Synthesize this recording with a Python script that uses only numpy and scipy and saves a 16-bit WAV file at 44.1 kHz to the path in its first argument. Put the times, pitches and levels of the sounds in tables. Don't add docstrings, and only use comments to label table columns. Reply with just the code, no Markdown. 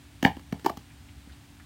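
import sys
import numpy as np
from scipy import signal
from scipy.fft import rfft, irfft
from scipy.io import wavfile

SR = 44100
rng = np.random.default_rng(int(sys.argv[2]) if len(sys.argv) > 2 else 0)


def transcribe(u):
    v = np.clip(np.atleast_2d(u).T, -1, 1)
    q = np.round(v * 32767).astype(np.int16)
    wavfile.write(sys.argv[1], SR, q)


N = 72765
TIME = np.arange(N) / SR


def from_db(db):
    return 10 ** (np.asarray(db) / 20)


def at_hz(points, hz, column=1):
    table = np.array(points)
    return np.interp(np.log(np.maximum(hz, 1)), np.log(table[:, 0]), table[:, column])


def noise(spectrum):
    gain = from_db(at_hz(spectrum, np.fft.rfftfreq(N, 1 / SR)))
    x = irfft(rfft(rng.standard_normal(N)) * gain, N)
    return x / x.std()


def band_noise(hz, octaves):
    edges_hz = [hz / 2 ** (octaves / 2), min(hz * 2 ** (octaves / 2), SR / 2 - 100)]
    return signal.sosfilt(signal.butter(2, edges_hz, "band", fs=SR, output="sos"), rng.standard_normal(N))


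def swell(start_s, rise_s, sharpness):
    u = np.maximum(TIME - start_s, 0) / rise_s
    return (u * np.exp(1 - u)) ** sharpness


def pulse(start_s, hz, rise_s, sharpness):
    return swell(start_s, rise_s, sharpness) * np.cos(2 * np.pi * hz * (TIME - start_s - rise_s))


def ring(start_s, modes):
    t = np.maximum(TIME - start_s, 0)
    return sum(from_db(db - 60 * t / t60_s) * np.sin(2 * np.pi * hz * t) for hz, db, t60_s in modes)


# frequency in Hz, relative level in dB.
AMBIENCE_SPECTRUM = [(20, -24.5), (35, -18), (50, -6), (66, 7.5), (100, 0), (135, -1), (185, -10),
                     (250, -12), (330, -14), (470, -27), (750, -20), (1200, -23.5), (1600, -22),
                     (3500, -24), (6000, -30), (9000, -29.5), (11000, -36), (16000, -36)]
# frequency in Hz, rms level in dB.
HUM_TONES = [(67, -55.5), (238, -66), (286, -62)]
def ambience(noise_db=-50.5):
    hum = sum(from_db(db) * np.sqrt(2) * np.sin(2 * np.pi * (hz * TIME + rng.random()))
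              for hz, db in HUM_TONES)
    return from_db(noise_db) * noise(AMBIENCE_SPECTRUM) + hum


# delay in seconds, gain in dB.
ROOM_ECHOES = [(0.0113, -20), (0.019, -16.5)]
# frequency in Hz, gain in dB, T60 in seconds.
ROOM_TAIL = [(92, -1, 0.27), (213, -16.5, 0.18), (436, -6.5, 0.16), (850, -8, 0.14), (1850, -15.5, 0.21),
             (3500, -7, 0.18), (7000, -9, 0.12), (14000, -10.5, 0.23)]
def room(x, delay_s=0.0083, build_s=0.0053):
    t = np.maximum(TIME - delay_s, 0)
    build = 1 - np.exp(-t / build_s)
    response = np.zeros(N)
    for hz in 80 * 2 ** np.arange(0, 8, .5):
        t60_s = at_hz(ROOM_TAIL, hz, column=2)
        tail = band_noise(hz, octaves=0.44) * build * from_db(-60 * t / t60_s)
        band_share = hz * (2 ** .25 - 2 ** -.25) / (SR / 2)
        response += from_db(at_hz(ROOM_TAIL, hz)) * tail * np.sqrt(band_share / np.sum(tail ** 2))
    echoes = sum(from_db(db) * np.interp(TIME - lag_s, TIME, x) for lag_s, db in ROOM_ECHOES)
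    return echoes + signal.fftconvolve(x, response)[:N]


# start in seconds, level in dB, band centre in Hz.
DISTANT_TICKS = [(0.900, -56.5, 2080), (1.084, -57, 2500), (1.294, -58, 1650), (1.32, -56, 3550),
                 (1.596, -50.5, 1730)]
def distant_ticks():
    out = np.zeros(N)
    for start_s, db, hz in DISTANT_TICKS:
        band = band_noise(hz, octaves=.55)
        out += from_db(db) * swell(start_s, rise_s=0.0045, sharpness=0.89) * band / band.std()
    return out


# frequency in Hz, relative level in dB.
RIM_SPECTRUM = [(200, -6.5), (500, 7.5), (1300, 9.5), (2400, -3), (3000, 7.5), (3600, -6.5), (4200, -0.5),
                (5100, -1.5), (6500, -2.5), (9500, -13), (13000, -7), (16000, -8.5)]
def rim_crackle(grain_db=1):
    grain_times_s = TIME[::16]
    grain = from_db(grain_db * np.interp(TIME, grain_times_s, rng.standard_normal(len(grain_times_s))))
    return noise(RIM_SPECTRUM) * grain / np.sqrt(np.mean(grain ** 2))


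# frequency in Hz, relative level in dB, rise in seconds.
CLACK_MODES = [(1772, -5, .0026), (2237, -10, 0.00226), (2968, -12.5, 0.002), (3590, -21, .0014),
               (4560, -22.5, 0.0019)]
# frequency in Hz, relative level in dB, T60 in seconds.
WALL_RING_MODES = [(1816, -35.5, 0.1), (1970, -34, .12), (2200, -39.5, 0.12), (2460, -42.5, .15),
                   (2480, -36.5, .14), (2880, -41.5, .14), (3620, -39.5, 0.066), (4554, -44, .14)]
def wall_clack(start_s):
    clack = sum(from_db(db) * pulse(start_s, hz, rise_s, sharpness=4.5) for hz, db, rise_s in CLACK_MODES)
    return clack + ring(start_s, WALL_RING_MODES)


# frequency in Hz, relative level in dB, T60 in seconds.
AIR_MODES = [(740, -16.5, 0.12), (817, -15, .18), (886, -18, .16), (998, -21.5, 0.16)]
def air_pop(start_s, hz, pop_db, ring_db, rise_s=0.002905):
    pop = pulse(start_s, hz, rise_s, sharpness=2.45)
    return from_db(pop_db) * pop + from_db(ring_db) * ring(start_s + rise_s, AIR_MODES)


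# frequency ratio, relative level in dB, rise in seconds.
THUD_PARTIALS = [(1, 0.5, 0.00553), (2.1, -13.5, .0048)]
def thud(start_s, hz):
    return sum(from_db(db) * pulse(start_s, ratio * hz, rise_s, sharpness=6.4)
               for ratio, db, rise_s in THUD_PARTIALS)


# start in seconds, rim, wall and pop gains in dB, pop pitch in Hz,
# pop lag in seconds, air ring and thud gains in dB, thud pitch in Hz, room send in dB.
CUP_KNOCKS = [ (0.2264, -23, -21.5, -30, 686, 0.0016, -28, -16, 259, 5.5),
              (0.2383, -35, -41, -30.5, 820, 0.0021, -46, -48, 252, 14),
              (0.2487, -24.5, -2.5, -13, 820, 0.00051, -16, -8, 213, -3),
              (0.2598, -31, -23, -16, 820, 0.0004, -12.5, -32, 294, -8.5),
              (0.2670, -51, -36, -45, 790, 0.00096, -18, -49, 240, 1),
              (0.2755, -38, -28, -24, 795, 0.00024, -31.5, -35, 240, -7),
              (0.3666, -43, -44.5, -44, 960, 0.0031, -50, -31, 258, 0),
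              (0.3942, -46, -45, -63, 900, 0.00065, -50, -45, 280, -8),
              (0.5242, -31.5, -30, -39, 650, 0.0014, -32, -18.5, 205, -3),
              (0.5945, -41, -47.5, -56, 950, 0.00086, -51, -47, 230, 3.5),
              (0.6447, -35, -38, -48, 900, 0.0039, -46, -25.5, 334, -21),
              (0.6498, -38.5, -37, -32.5, 933, 0.00035, -33, -52, 302, 15.5),
              (0.6598, -23, -60, -19, 1110, 0.00025, -48, -16, 352, -4.5),
              (0.6620, -29.5, -27, -12, 873, 0.00023, -20.5, -28.5, 220, -5),
              (0.6953, -32.5, -31.5, -25, 1143, 0.000083, -38.5, -31, 348, -12),
              (0.6985, -45, -60, -27, 704, 0.00012, -41, -32.5, 195, -4),
              (0.7712, -35.5, -70, -39, 800, 0.00033, -64, -33, 210, -1.5),
              (1.271, -59, -67, -58, 810, 0.0024, -60.5, -41.5, 228, 0)]
def cup_knocks():
    rims = rim_crackle()
    direct, send = np.zeros(N), np.zeros(N)
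    for start_s, rim_db, wall_db, pop_db, pop_hz, lag_s, ring_db, thud_db, thud_hz, send_db in CUP_KNOCKS:
        crackle = .5 * rims * swell(start_s, rise_s=0.0016, sharpness=0.71)
        knock = (from_db(rim_db) * crackle
                 + from_db(wall_db) * wall_clack(start_s)
                 + air_pop(start_s + lag_s, pop_hz, pop_db, ring_db)
                 + from_db(thud_db) * thud(start_s, thud_hz))
        direct += knock
        send += from_db(send_db) * knock
    return direct, send


def scene():
    knocks, send = cup_knocks()
    ticks = distant_ticks()
    return (knocks + ticks + room(send + ticks) + ambience())[None]


def record(dry, low_cut_hz=42.6, high_cut_hz=15900):
    thin = signal.sosfilt(signal.butter(3, low_cut_hz, "high", fs=SR, output="sos"), dry)
    return signal.sosfilt(signal.ellip(10, .1, 80, high_cut_hz, fs=SR, output="sos"), thin)


dry = scene()
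out = record(dry)
transcribe(out)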